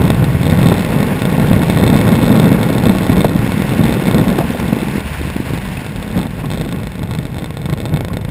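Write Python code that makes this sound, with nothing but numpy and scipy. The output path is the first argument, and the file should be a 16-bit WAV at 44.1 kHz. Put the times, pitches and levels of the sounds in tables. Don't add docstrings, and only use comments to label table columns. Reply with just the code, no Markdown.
import sys
import numpy as np
from scipy import signal
from scipy.fft import rfft, irfft
from scipy.io import wavfile
from scipy.ndimage import uniform_filter1d, map_coordinates

SR = 44100
rng = np.random.default_rng(int(sys.argv[2]) if len(sys.argv) > 2 else 0)


def transcribe(u):
    v = np.clip(np.atleast_2d(u).T, -1, 1)
    q = np.round(v * 32767).astype(np.int16)
    wavfile.write(sys.argv[1], SR, q)


N = 366030
T = np.arange(N) / SR

# time in seconds, level in dB.
AIRFLOW = [(0, -7.5), (.55, -13.5), (.66, -9), (.82, -14), (1.02, -11.5), (1.12, -14.5), (1.42, -9),
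           (1.8, -11.5), (2.55, -8), (2.96, -13), (3.19, -8.5), (3.29, -15.5), (4.38, -14), (4.5, -20.5),
           (4.75, -18.5), (5.1, -28), (5.5, -21.5), (5.8, -26.5), (6.16, -17.5), (6.37, -25), (6.52, -22),
           (7.5, -23.5), (7.95, -19), (8.3, -19.5)]
# time in seconds, pitch of the eddies as a ratio, dB added to the rushing air.
AIR_SPEED = [(0, 0.85, -12.5), (.4, 0.78, -13), (.9, 1.043, -7.5), (1.5, 0.89, -9), (2.3, 1.076, -9.5),
             (3.2, 1, -9.5), (3.6, 0.98, -11), (4.6, 1.113, -8.5), (5.4, 1.08, -18), (6.3, 1.004, -11.5),
             (7.2, 0.83, -11), (8.3, 0.79, -13)]
# time in seconds, firing and blade pulse rate in Hz, relative level in dB.
ENGINE_RUN = [(0, 75.9, -31), (.9, 72.12, -36), (2.2, 80.14, -38), (3.2, 81.8, -35), (3.4, 69.2, -38),
              (4.3, 69.5, -37), (4.5, 74.85, -21.5), (4.8, 73.17, -28), (5.12, 73.24, -19.5),
              (5.65, 76.98, -29), (6.5, 78.98, -41), (8.3, 74.67, -55)]
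# time in seconds, level in dB.
SPRAY_LEVEL = [(0, -29), (.6, -27.5), (2.4, -28), (3.2, -29.5), (3.28, -35.5), (3.45, -26.5), (3.8, -27.5),
               (4.5, -29), (5.1, -27.5), (5.65, -30), (5.78, -29), (5.9, -32.5), (6.8, -37), (7.5, -40.5),
               (8.3, -41.5)]
# time in seconds, knock strength in dB, dB added for all blades but one.
MOUNT_SHAKE = [(0, -12.5, 2), (.36, -22, -7), (.48, -11.5, -1), (1.03, -11.5, -0.5), (1.11, -19, -7),
               (1.21, -10, -2), (2.4, -10.5, 0.5), (2.93, -11.5, -3), (3.18, -8.5, -1.5), (3.3, -16.5, 1),
               (4.15, -12.5, 0), (4.55, -22, 4), (5.1, -20.5, -5.5), (6.2, -18.5, -5), (6.35, -25, -5),
               (6.55, -15.5, -9), (7.1, -19, -9), (7.65, -17.5, -8.5), (8.3, -16, -20)]
# start in seconds, strength in dB.
HARD_KNOCKS = [(0.0193, -7), (0.1034, 3), (0.2429, -6), (0.4321, -8), (0.4664, -0.5), (0.4988, -4),
               (0.6582, 0), (0.6699, -1.5), (0.8486, -5), (1.0036, -2), (1.0291, -3), (1.2201, -0.5),
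               (1.2538, -2), (1.3984, -3), (1.5318, -4), (1.6992, 3), (1.8387, 1), (2.3748, -7.5),
               (2.3986, -0.5), (2.631, -3), (2.7827, -5), (2.8561, -4), (2.8682, -1), (2.8953, -3),
               (2.985, -6), (3.2066, -1), (3.5203, -5), (3.621, -3.5), (3.855, -8), (4.1456, 0.5),
               (4.6007, -12), (4.7317, -10), (4.8346, -15), (5.216, -15), (5.3016, -11.5), (5.3661, -11),
               (5.5763, -10.5), (5.7702, -15.5), (5.865, -10.5), (6.0272, -13.5), (6.1768, -10.5),
               (6.2143, -10.5), (6.5035, -11), (6.5154, -10), (6.5234, -12), (6.6907, -13.5), (6.7256, -11),
               (6.8337, -13), (6.8711, -9.5), (7.137, -13), (7.2537, -13.5), (7.4436, -11), (7.5067, -13),
               (7.5709, -12), (7.7286, -12), (7.803, -11.5), (7.9402, -9.5), (7.962, -12.5), (8.0082, -9),
               (8.049, -8), (8.0842, -11.5), (8.1702, -9.5)]
# time in seconds, relative level in dB.
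BIG_EDDIES = [(0.526, 4), (1.404, -2), (1.5141, 7), (1.9565, 6.5), (2.1897, 0), (2.5197, 5), (2.873, 1),
              (2.9013, 2.5), (3.1004, 3), (3.3584, -0.5), (3.444, -1.5), (3.795, -2.5), (3.8522, -3),
              (4.2, -2.5), (4.7283, -6), (4.768, -4), (4.8324, -7.5), (4.9572, -5.5), (4.982, -6),
              (5.2143, -9), (5.3629, -10), (5.4026, -8), (5.5363, -11), (7.02, -9.5), (7.189, -11.5),
              (7.254, -11.5), (7.948, -6)]
# start in seconds, level in dB, pitch in Hz,
# fade time in seconds before damping shortens it.
WATER_SLAPS = [(3.2452, 0, 650, 0.0033), (4.386, -3, 320, 0.005), (4.402, -12.5, 699, 0.016),
               (4.523, -33, 5660, .005), (4.547, -14, 510, 0.0037), (4.594, -31, 5600, .005),
               (4.599, -7, 461, 0.0025), (5.771, -20, 2550, 0.0046), (6.172, -23.5, 816, 0.017),
               (6.435, -26.5, 1097, 0.017), (8.1, -26, 1050, 0.0086)]
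# pitch in Hz, width in Hz, boost in dB.
CASE_RINGS = [(489, 180, 9), (636, 76, 5.5), (846, 200, 10), (1090, 88, 9), (1430, 180, 8.5),
              (1864, 200, 7), (2194, 85, 8.5), (2593, 190, 9.5), (3286, 526, 12), (3615, 195, 13),
              (4086, 250, 9), (5330, 130, 6.5)]
# frequency in Hz, relative level in dB.
CASE_TONE = [(100, 17.5), (500, 8.5), (1250, -1.5), (2200, 3), (3000, -8.5), (4000, -2.5), (5400, -6)]
EDDY_TONE = [(15, -46), (30, -16), (65, -15), (105, -1), (140, -1), (175, 2), (220, -2.5), (350, -16),
             (600, -23), (1200, -32.5), (4000, -73.5)]
AIR_TONE = [(100, -6), (300, 4.5), (500, -6), (720, -11.5), (1260, -15.5), (2200, -18.5), (3000, -37),
            (5500, -43)]
SPRAY_TONE = [(100, -14.5), (400, 0.5), (1080, 3), (1260, -6), (1480, 1.5), (2200, 0.5), (2400, -1.5),
              (2630, 1), (2950, -4.5), (3700, -11), (5500, -14)]
FLOAT_TONE = [(15, -13), (30, -9.5), (50, 5), (85, -1), (125, 5), (250, -14), (600, -40), (2000, -74)]


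def undb(db):
    return 10 ** (np.asarray(db) / 20)


def curves(table):
    times, *columns = np.transpose(table)
    return [np.interp(T, times, column) for column in columns]


def unit(x):
    return x / np.sqrt(np.mean(x ** 2))


def add(track, start_s, sound):
    i = int(np.clip(start_s * SR, 0, N - 1))
    track[i:i + len(sound)] += sound[:N - i]


def colour(x, tone, rings=(), size=8192):
    freqs = np.maximum(np.fft.rfftfreq(size, 1 / SR), 1)
    hz, db = np.transpose(tone)
    shape_db = np.interp(np.log(freqs), np.log(hz), db)
    for centre, width, boost in rings:
        shape_db += boost / (1 + (2 * (freqs - centre) / width) ** 2)
    cepstrum = irfft(np.log(undb(shape_db)))
    one_sided = 2 * cepstrum[:size // 2] * (np.arange(size // 2) > 0)
    ring = irfft(np.exp(rfft(one_sided, size)))
    return signal.fftconvolve(x, ring / np.linalg.norm(ring))[:N]


def wander(per_s):
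    points = rng.standard_normal(4096)
    return unit(map_coordinates(points, [T * per_s], order=3, mode="wrap"))


def turbulence(per_s, depth_db):
    return unit(rng.standard_normal(N) * undb(depth_db * wander(per_s)))


def eddy_pulses(per_s=150, spread_db=4.5, count=4096):
    times = np.cumsum(rng.gamma(2, .5 / per_s, count))
    sizes = undb(spread_db * rng.standard_normal(count))
    return -unit(np.bincount((times * SR).astype(int), sizes, minlength=N)[:N])


def wind(gust, gust_db=2.0, boom_db=-0.9, swirl_db=-5, steadying=0.28):
    airflow_db, = curves(AIRFLOW)
    speed, rush_db = curves(AIR_SPEED)
    pressure = colour(eddy_pulses() + undb(swirl_db) * rng.standard_normal(N), EDDY_TONE)
    boom = map_coordinates(pressure, [np.cumsum(speed)], order=3, mode="mirror")
    boom = unit(boom / uniform_filter1d(boom ** 2, size=3000) ** (steadying / 2))
    swell = np.sqrt(uniform_filter1d(boom ** 2, size=300) + .5)
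    rush = unit(colour(swell * turbulence(300, depth_db=3.0), AIR_TONE, CASE_RINGS))
    return undb(airflow_db + gust_db * gust) * (undb(boom_db) * boom + undb(rush_db) * rush)


def engine(rolloff_db=-7, rough_db=3.0, harmonics=5, waver=0.01184):
    hz, db = curves(ENGINE_RUN)
    phase = 2 * np.pi * np.cumsum(hz * (1 + waver * wander(16))) / SR
    drone = np.zeros(N)
    for k in range(harmonics):
        drone += undb(rolloff_db * k - rough_db * wander(34)) * np.sin((k + 1) * phase)
    return unit(drone) * undb(db - 3)


def spray(drops_per_s=5000, drops_db=-3, rumble_db=-27):
    spray_db, = curves(SPRAY_LEVEL)
    drops = unit((rng.random(N) < drops_per_s / SR) * rng.standard_normal(N))
    hiss = unit(colour(turbulence(60, depth_db=2.0) + undb(drops_db) * drops, SPRAY_TONE))
    rumble = unit(colour(turbulence(15, depth_db=2.0), FLOAT_TONE))
    return hiss * undb(spray_db) + rumble * undb(rumble_db)


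def blade_knocks(gust, blades=3, gust_db=2.1, jitter_s=.0015, spread_db=5.0,
                 bounce_chance=.35, bounce_s=.006, bounce_db=-4, recover_s=.008):
    hz, _ = curves(ENGINE_RUN)
    shake_db, others_db = curves(MOUNT_SHAKE)
    passes = np.flatnonzero(np.diff(np.floor(np.cumsum(hz) / SR)))
    scatter, luck = rng.standard_normal((1024, 2)), rng.random((1024, 2))
    hard_times = np.array(HARD_KNOCKS)[:, 0]
    knocks = []
    for k, (i, (late, size), (dice, flight)) in enumerate(zip(passes, scatter, luck)):
        start = T[i] + jitter_s * late
        if np.abs(hard_times - start).min() < recover_s:
            continue
        db = shake_db[i] + others_db[i] * (k % blades > 0)
        db += gust_db * gust[i] + spread_db * min(size, 1)
        knocks.append((start, db))
        if dice < bounce_chance:
            knocks.append((start + bounce_s * (.5 + flight), db + bounce_db))
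    return knocks


def rattle(gust, lean_s=0.0031, contact_s=0.0025, scrape_s=0.0019, scrape=0.065,
           click_db=12, lean_db=-4, contact_db=-5, rebound=0.18):
    snaps, rocking, t = np.zeros(N), np.zeros(N), T[:512]
    grits, holds = rng.standard_normal((1400, len(t))), .5 + rng.random(1400)
    click = t == 0
    lean = np.sin(np.pi * np.minimum(t / lean_s, 1) ** 2)
    contact = -np.sqrt(np.maximum(1 - t / contact_s, 0)) * (1 - np.exp(-t / 0.00034))
    for (start, db), grit, hold in zip(list(HARD_KNOCKS) + blade_knocks(gust), grits, holds):
        add(snaps, start, undb(db) * (scrape * grit * np.exp(-t / scrape_s) - click))
        add(snaps, start + contact_s * hold, undb(db) * rebound * click)
        add(rocking, start - lean_s, undb(db + lean_db) * lean)
        add(rocking, start, undb(db + contact_db) * contact)
    airflow_db, = curves(AIRFLOW)
    sway = undb(0.25 * (airflow_db + 12))
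    return undb(click_db) * colour(snaps, CASE_TONE, CASE_RINGS) + rocking * sway


def stray_eddies(per_s=5, above_airflow_db=6, spread_db=6.0, count=96):
    airflow_db, = curves(AIRFLOW)
    place, size = rng.random((count, 2)).T
    times = (np.arange(count) + place) / per_s
    levels = np.interp(times, T, airflow_db) + above_airflow_db + spread_db * (2 * size - 1)
    return [(time, db) for time, db in zip(times, levels) if time < T[-1]]


def eddy_thumps(base_hz=205, rise_cycles=0.26, tail_cycles=0.46, gain_db=1.0, puff_db=-15):
    thumps, puffs, t = np.zeros(N), np.zeros(N), np.arange(-512, 1024) / SR
    speed, _ = curves(AIR_SPEED)
    noises, detunes = rng.standard_normal((128, len(t))), np.exp(0.11 * rng.standard_normal(128))
    for (time, db), noise, detune in zip(list(BIG_EDDIES) + stray_eddies(), noises, detunes):
        cycles = t * base_hz * np.interp(time, T, speed) * detune
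        width = np.where(t < 0, rise_cycles, tail_cycles)
        swell = undb(db + gain_db) * np.exp(-.5 * (cycles / width) ** 2)
        add(thumps, time + t[0], -np.cos(2 * np.pi * cycles) * swell)
        add(puffs, time + t[0], noise * swell)
    return thumps + undb(puff_db) * colour(puffs, AIR_TONE, CASE_RINGS)


def water_slaps(splatter_db=-5.0, damping=2.23, roughness=0.095):
    smacks, bursts, t = np.zeros(N), np.zeros(N), T[:4096]
    for start, db, hz, fade_s in WATER_SLAPS:
        age = damping * t / fade_s
        swell = undb(db) * age * np.exp(1 - age)
        wobble = roughness * np.cumsum(rng.standard_normal(len(t)))
        add(smacks, start, swell * np.sin(2 * np.pi * hz * t + wobble))
        add(bursts, start, swell * rng.standard_normal(len(t)))
    splatter = colour(bursts, tone=[(200, 3.5), (850, 2.5), (1400, -12.0), (2500, -16), (5500, -34)])
    return smacks + undb(splatter_db) * splatter


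def scene():
    gust = np.minimum(wander(10), 1.5)
    return (wind(gust) + eddy_thumps() + rattle(gust) + engine() + spray() + water_slaps())[None]


def record(dry, hardness=6, camera_rate_hz=12000, top_hz=15300):
    x = signal.sosfilt(signal.butter(2, 22, "high", fs=SR, output="sos"), dry[0])
    x = x / (1 + np.abs(x) ** hardness) ** (1 / hardness)
    x = signal.sosfiltfilt(signal.butter(12, 5750, fs=SR, output="sos"), x)
    steps = np.repeat(signal.resample(x, round(N * camera_rate_hz / SR)), 4)
    top_cut = signal.ellip(8, .2, 70, top_hz, fs=SR, output="sos")
    return signal.sosfilt(top_cut, signal.resample(steps, N))[None]


dry = scene()
out = record(dry)
transcribe(out)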